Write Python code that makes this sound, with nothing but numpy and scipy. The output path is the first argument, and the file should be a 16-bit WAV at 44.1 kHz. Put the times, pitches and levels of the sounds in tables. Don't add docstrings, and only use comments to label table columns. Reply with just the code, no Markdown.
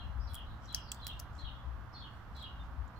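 import sys
import numpy as np
from scipy import signal
from scipy.fft import rfft, irfft
from scipy.io import wavfile

SR = 44100
rng = np.random.default_rng(int(sys.argv[2]) if len(sys.argv) > 2 else 0)


def dump_mix(stems):
    frames = np.atleast_2d(stems).T
    limited = np.clip(frames, -1, 1)
    pcm = np.round(limited * 32767).astype(np.int16)
    wavfile.write(sys.argv[1], SR, pcm)


N = 131859

# start_s, level_db, crumble_s (fade time of the crumbling noise), ring_hz,
# ring_db, hollow_db (the shell's hollow sound), treble_db
CRACKS = [ (0.3364, -37, 0.00055, 8100, -4, -10, 3), (0.3446, -27, 0.00025, 10200, 9.5, 6, 3.5),
          (.3531, -33, .0004, 8100, 8, 0, 7), (0.656, -47.5, .003, 6000, 16.5, -4, -14),
          (0.7275, -42, .0006, 7500, 9, -6, 3), (.7466, -14, .0003, 5650, 17, -6, 0),
          (.7623, -29, .0006, 5600, 4, 13, -11), (0.9175, -19.5, 0.00055, 7760, 10.5, 12.5, -10),
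          (0.9193, -22.5, 0.0008, 6300, 11, 10.5, -1.5), (0.946, -34, 0.0025, 7200, 4, -6, -4),
          (1.0470, -42, .0004, 8000, 0, -7, -3), (1.0683, -17.5, 0.00034, 4640, 5.5, 0.5, -1.5),
          (1.0794, -28, .0009, 14000, 8, -2, -1), (1.1940, -31, .001, 7000, 0, -13, -11),
          (1.1970, -32, 0.00042, 5450, 10, -17, 7.5), (1.1990, -26.5, 0.00056, 6100, 10, -10, 2.5),
          (2.367, -46, 0.00102, 6050, 14, -12, 2), (2.427, -46.5, 0.0058, 7460, 8, -10, 5.5),
          (2.8788, -51, .0015, 7200, 11, -10, -11)]
# start_s, end_s, level_db, treble_db
GNAWS = [(0.25, 0.443, -78.5, 7), (0.587, 0.748, -74.5, -22), (0.709, 0.825, -68.5, -13),
         (0.875, 1.291, -79.5, -7), (1.293, 1.468, -77.5, -29), (2.082, 2.24, -88, -0.5),
         (2.299, 2.491, -78, -8), (2.592, 2.7, -87, -14)]
# left_delay_s, right_delay_s, level_db
WOOD_ECHOES = [(.0006, .0004, -10), (.0016, .0021, -10), (.0031, .0028, -15)]
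STUMP_T60_S, STUMP_DB = .025, -7
CRACK_YARD_T60_S, CRACK_YARD_DB = .13, -14
CRACK_PAN_DB = .6


def squirrel():
    dry = np.zeros((2, N))
    for start_s, *settings in CRACKS:
        add(dry, start_s, crack(*settings))
    for start_s, end_s, level_db, treble_db in GNAWS:
        add(dry, start_s, gnaw(end_s - start_s, level_db, treble_db))

    near = dry.copy()
    for left_s, right_s, echo_db in WOOD_ECHOES:
        add(near[0], left_s, amp(echo_db) * dry[0])
        add(near[1], right_s, amp(echo_db) * dry[1])
    stump = amp(STUMP_DB) * tail(STUMP_T60_S, 0.0012)
    yard = amp(CRACK_YARD_DB) * tail(CRACK_YARD_T60_S, 0.0089)
    return (near + through(dry, stump + yard)) * amp([[CRACK_PAN_DB], [-CRACK_PAN_DB]])


# pitch_hz, level_db
SNAP = [(300, -14), (1500, -8), (2600, -7.5), (4200, -4.5), (5200, 0.5), (6800, -8), (8000, 5), (9400, -9),
        (10600, 7), (12000, -3.5), (13200, 1.5), (15000, 2.5), (15800, -4), (17000, -26)]
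CLICK_GAIN, CRUMBLE_GAIN = .9, .7
SPLINTERS_PER_S, SPLINTER_DB, SPLINTER_S = 600, -9, .007
PIECE_DB, PIECE_STEP_HZ = 4, 300
RING_WIDTH_HZ = 1400
HOLLOW_HZ, HOLLOW_HALF_WIDTH_HZ = 3260, 390
TREBLE_PAN_DB = 0.8


def crack(level_db, crumble_s, ring_hz, ring_db, hollow_db, treble_db):
    t = np.arange(1024) / SR
    spray = rng.standard_normal((2, len(t))) * np.exp(-t / crumble_s)
    spray[1] = 0.16 * spray[0] + 3.2 * spray[1]
    drive = CRUMBLE_GAIN * spray / np.linalg.norm(spray, axis=1, keepdims=True)
    drive[:, 0] += CLICK_GAIN
    is_splinter = rng.random(len(t)) < SPLINTERS_PER_S / SR
    splinters = rng.uniform(-0.83, 1, len(t)) * is_splinter
    drive += amp(SPLINTER_DB) * splinters * np.exp(-t / SPLINTER_S)

    hz = np.fft.rfftfreq(2048, 1 / SR)
    ring = amp(ring_db) / np.sqrt(1 + ((hz - ring_hz) / (RING_WIDTH_HZ / 2)) ** 4)
    hollow = amp(hollow_db) / (1 + ((hz - HOLLOW_HZ) / HOLLOW_HALF_WIDTH_HZ) ** 2)
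    mode_hz = np.arange(0, SR / 2, PIECE_STEP_HZ)
    mode_db = PIECE_DB * rng.uniform(-1.1, 1, len(mode_hz))
    piece = unit(amp(np.interp(hz, mode_hz, mode_db)))
    treble = np.clip((hz - 7000) / 4000, 0, 1)
    shell = []
    for side in (1, -1):
        body = amp(read(SNAP, hz) + (treble_db + side * TREBLE_PAN_DB) * treble)
        shell.append(causal(piece * np.sqrt(body ** 2 + ring ** 2 + hollow ** 2)))
    return amp(level_db) * through(drive, np.array(shell))


GNAW_TICKS_PER_S = 450


def gnaw(length_s, level_db, treble_db):
    size = round(length_s * SR)
    strength = amp(1.7 * np.minimum(rng.exponential(1, size), 4))
    is_tick = rng.random(size) < GNAW_TICKS_PER_S / SR
    swell = np.sin(np.linspace(0, np.pi, size)) ** 2
    ticks = strength * is_tick * rng.choice([-1, 1], size) * swell
    piece = crack(0, crumble_s=1 / SR, ring_hz=5630, ring_db=2.7, hollow_db=3.6, treble_db=treble_db)
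    return amp(level_db) * unit(through(ticks, piece))


# start_s, upper_hz, upper_db, upper_second_voice_db,
# lower_delay_s, lower_hz, lower_db, lower_second_voice_db
CHIRPS = [ (-.065, 4080, -53, -60, 0.045, 3263, -53.5, -57), (.275, 4090, -58, -61, 0.066, 3290, -48, -55),
          (.673, 4070, -52.5, -57, 0.054, 3270, -49, -52), (1.012, 4070, -49.5, -58, 0.055, 3246, -48, -53),
          (1.378, 4127, -53, -61, 0.057, 3250, -50, -55), (1.938, 4330, -49.5, -62, .072, 3313, -52, -57),
          (2.345, 4125, -55, -57.5, .072, 3260, -48.5, -52.5)]
# share of its length, pitch ratio, level_db
UPPER_SHAPE = [(0, 1.005, -12), (.18, 1.0, 0), (.65, .99, -1), (1, .95, -10)]
LOWER_SHAPE = [(0, 1.03, -9), (.2, 1.01, 0), (.6, .99, -1), (1, .965, -8)]
UPPER_S, LOWER_S = 0.0556, 0.0471
UPPER_WAVER, LOWER_WAVER = .018, .025
# pitch ratio, delay in seconds
UPPER_SECOND, LOWER_SECOND = (.825, .012), (.885, .028)
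# start_s, length_s, from_hz, to_hz, level_db, waver (share of pitch)
WHISTLES = [ (.192, .08, 5070, 5200, -68.5, .03), (0.215, 0.082, 5500, 5560, -72, 0.01),
            (.262, .04, 4550, 4210, -66, .04), (0.445, 0.096, 3860, 3925, -68.5, 0.044),
            (.778, .09, 4950, 5000, -61, .042), (.865, .045, 4250, 4900, -59.5, .04),
            (0.947, 0.074, 3482, 3320, -61.5, 0.057), (1.543, 0.031, 3427, 3290, -58.5, .03),
            (1.92, .09, 5200, 4800, -69, .045), (1.995, .05, 3950, 3600, -60, .03),
            (1.44, .07, 3950, 3550, -59, .04), (1.1, .05, 3650, 3450, -59, .03),
            (2.385, .07, 4050, 3650, -57.5, .035), (2.34, 0.124, 4660, 4670, -69.5, 0.057),
            (2.56, 0.022, 2900, 3020, -64.5, 0.021), (2.954, 0.033, 4280, 4410, -67.5, 0.016)]
# start_s, length_s, pitch_hz, level_db, waver (share of pitch)
PEEP = (2.588, .058, 3590, -59, .007)
CHIRP_DIRECT_DB, WHISTLE_DIRECT_DB, PEEP_DIRECT_DB = -7, -23, 0
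BIRD_YARD_DB, PEEP_YARD_DB = -2.5, -10


def bird():
    song = np.zeros((2, N))
    for start_s, upper_hz, upper_db, upper_2_db, lag_s, lower_hz, lower_db, lower_2_db in CHIRPS:
        add_chirp_note(song, start_s, UPPER_SHAPE, UPPER_S, upper_hz, upper_db,
                       upper_2_db, UPPER_WAVER, UPPER_SECOND)
        add_chirp_note(song, start_s + lag_s, LOWER_SHAPE, LOWER_S, lower_hz, lower_db,
                       lower_2_db, LOWER_WAVER, LOWER_SECOND)

    for start_s, length_s, from_hz, to_hz, level_db, waver in WHISTLES:
        glide = to_hz / from_hz
        shape = [(0, 0.987, 3.5), (.5, np.sqrt(glide), 3.5), (1, glide, -7.5)]
        whistle = note(shape, length_s, from_hz, level_db, waver)
        add(song, start_s, across_yard(whistle, WHISTLE_DIRECT_DB, BIRD_YARD_DB))

    peep = note([(0, 1, -16), (.45, 1, 1), (1, 1, -19)], *PEEP[1:])
    add(song, PEEP[0], across_yard(peep, PEEP_DIRECT_DB, PEEP_YARD_DB))
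    return song


def add_chirp_note(song, start_s, shape, length_s, pitch_hz, level_db, second_db, waver, second):
    ratio, delay_s = second
    first_voice = note(shape, length_s, pitch_hz, level_db, waver)
    second_voice = note(shape, length_s, pitch_hz * ratio, second_db, waver)
    add(song, start_s, across_yard(first_voice, CHIRP_DIRECT_DB, BIRD_YARD_DB))
    add(song, start_s + delay_s, across_yard(second_voice, CHIRP_DIRECT_DB, BIRD_YARD_DB))


WAVER_HZ, GRAIN_HZ = 220, 160
BUZZ_HZ, BUZZ_DEPTH = 370, 1.2
GRAIN_DB_PER_WAVER = 170


def note(shape, length_s, pitch_hz, level_db, waver):
    share = np.linspace(0, 1, round(length_s * SR))
    size = len(share)
    at, ratio, shape_db = np.transpose(shape)
    buzz = np.sin(2 * np.pi * (BUZZ_HZ * length_s * share + rng.random()))
    wobble = 1 + waver * (wander(size, WAVER_HZ) + BUZZ_DEPTH * buzz)
    hz = pitch_hz * np.interp(share, at, ratio) * wobble
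    phase = 2 * np.pi * np.cumsum(hz) / SR
    grains = unit(amp(GRAIN_DB_PER_WAVER * waver * wander(size, GRAIN_HZ)))
    soft_ends = signal.get_window(("tukey", .2), size)
    level = amp(level_db + np.interp(share, at, shape_db)) * soft_ends
    return np.sqrt(2) * level * grains * np.sin(phase)


# delay_s, level_db
YARD_ECHOES = [(.032, -5), (.06, -12)]
YARD_EARLY_T60_S, YARD_LATE_T60_S, YARD_LATE_DB = 0.1, 0.57, -9.5


def across_yard(sound, direct_db, yard_db):
    yard = tail(YARD_EARLY_T60_S, 0.0037) + amp(YARD_LATE_DB) * tail(YARD_LATE_T60_S, 0.062)
    for delay_s, echo_db in YARD_ECHOES:
        add(yard, delay_s, amp(echo_db) * tail(0.13, 0.00078))
    yard = amp(yard_db) * yard
    yard[:, 0] += amp(direct_db)
    return through(sound, yard)


# pitch_hz, level_db
WASH = [(100, -14), (150, -2), (200, 1), (300, -5.5), (410, -13), (750, -5.5), (950, -4), (1220, -4),
        (1570, -7.5), (2330, -21.5), (3200, -22), (4000, -27.5), (5500, -32), (8400, -42), (11000, -44),
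        (12500, -36.5), (15000, -40.5)]
RUMBLE = [(15, -7.5), (30, -9), (48, 1), (62, 5), (80, -1.5), (105, -6), (150, -16.5), (200, -31),
          (400, -65.5)]
# pitch_hz, left_minus_right_db
WASH_BALANCE = [(100, -3), (300, -4), (550, 2), (1100, -6), (2200, -4.5), (5000, -3), (12000, 2)]
RUMBLE_BALANCE = [(30, -5), (70, 3), (130, -9)]
# start_s, level_db (before lift and gusts), left_minus_right_db (before LEAN_SHARE)
SWELL = [(0.0, -55, -1), (0.04, -45.5, 7), (0.25, -43, 14.5), (0.31, -46, 4), (0.51, -47.5, 3),
         (0.539, -42, 6), (0.6, -55, -7), (0.64, -47.5, 11), (0.76, -51, -3.5), (1.27, -49, -0.5),
         (1.41, -53, 6), (1.44, -42, 15.5), (1.58, -53.5, 2), (1.679, -46, 13), (2.0, -52, -3),
         (2.69, -49, 1), (2.849, -48, 13.5), (2.95, -57.5, -7.5), (2.98, -46.5, 2.0)]
LEAN_SHARE = 0.8
WASH_DB, RUMBLE_LIFT_DB = -57, 1
GUST_DB, GUST_S = 1.5, 0.081
HUM_HZ, HUM_WANDER_HZ, HUM_DB = 119.85, 4.115, -59


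def background():
    t = np.arange(N) / SR
    wash = noise_pair(WASH, WASH_BALANCE, (300, 2000))
    rumble = noise_pair(RUMBLE, RUMBLE_BALANCE, (25, 100))
    at, level_db, lean_db = np.transpose(SWELL)
    swell_db = np.interp(t, at, level_db) + GUST_DB * wander(N, 1 / GUST_S)
    lean = amp(LEAN_SHARE * np.interp(t, at, lean_db) * np.array([[.5], [-.5]]))
    hum_hz = HUM_HZ + HUM_WANDER_HZ * wander(N, 6.28)
    hum = unit(np.sin(2 * np.pi * np.cumsum(hum_hz) / SR))
    return amp(WASH_DB) * wash + amp(swell_db + RUMBLE_LIFT_DB) * lean * rumble + amp(HUM_DB) * hum


# pitch_hz, likeness (0 unrelated, 1 the same)
LIKENESS = [(30, 0.34), (70, 0.79), (130, 0.96), (500, 0.74), (1100, 0.88), (2500, 0.033), (12000, 0.077)]
TOP_HZ = 15500


def noise_pair(spectrum, balance, band_hz):
    hz = np.fft.rfftfreq(N, 1 / SR)
    a, b = rfft(rng.standard_normal((2, N)))
    same = np.clip(read(LIKENESS, hz), -1, 1)
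    lean_db = read(balance, hz) / 2
    left = a * amp(lean_db)
    right = (same * a + np.sqrt(1 - same ** 2) * b) * amp(-lean_db)
    pair = np.array([left, right]) * amp(read(spectrum, hz)) * (hz < TOP_HZ)
    in_band = (hz > band_hz[0]) * (hz < band_hz[1])
    return irfft(pair, N) / irfft(pair.mean(0) * in_band, N).std()


def amp(db):
    return 10 ** (np.asarray(db) / 20)


def unit(x):
    return x / np.sqrt(np.mean(x ** 2) + 1e-20)


def read(points, hz):
    f, value = np.transpose(points)
    return np.interp(np.log(hz + 1), np.log(f + 1), value)


def add(mix, start_s, sound):
    at = round(start_s * SR)
    sound = sound[..., max(-at, 0):]
    part = mix[..., max(at, 0):][..., :sound.shape[-1]]
    part += sound[..., :part.shape[-1]]


def wander(size, hz):
    f = np.fft.rfftfreq(SR * 4, 1 / SR)
    noise = rfft(rng.standard_normal(2 * len(f) - 2))
    return unit(irfft(noise * np.exp(-(f / hz) ** 2)))[:size]


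def causal(gain):
    both_halves = np.r_[gain, gain[-2:0:-1]]
    log_gain = np.log(np.maximum(both_halves, 1e-5))
    return np.fft.ifft(np.exp(np.conj(signal.hilbert(log_gain)))).real


def tail(t60_s, rise_s):
    t = np.arange(SR) / SR
    fade = np.exp(-np.log(1000) * t / t60_s)
    echo = rng.standard_normal((2, SR)) * fade * (1 - np.exp(-t / rise_s))
    return echo / np.linalg.norm(echo, axis=1, keepdims=True)


def through(x, response):
    return signal.fftconvolve(np.atleast_2d(x), response, axes=1)[:, :N]


def scene():
    return squirrel() + bird() + background()


EDGE_HZ = 16500


def record(dry):
    low_pass = signal.firwin(511, EDGE_HZ, window=("kaiser", 9), fs=SR)
    return signal.oaconvolve(dry, low_pass[None], "same")


dry = scene()
out = record(dry)
dump_mix(out)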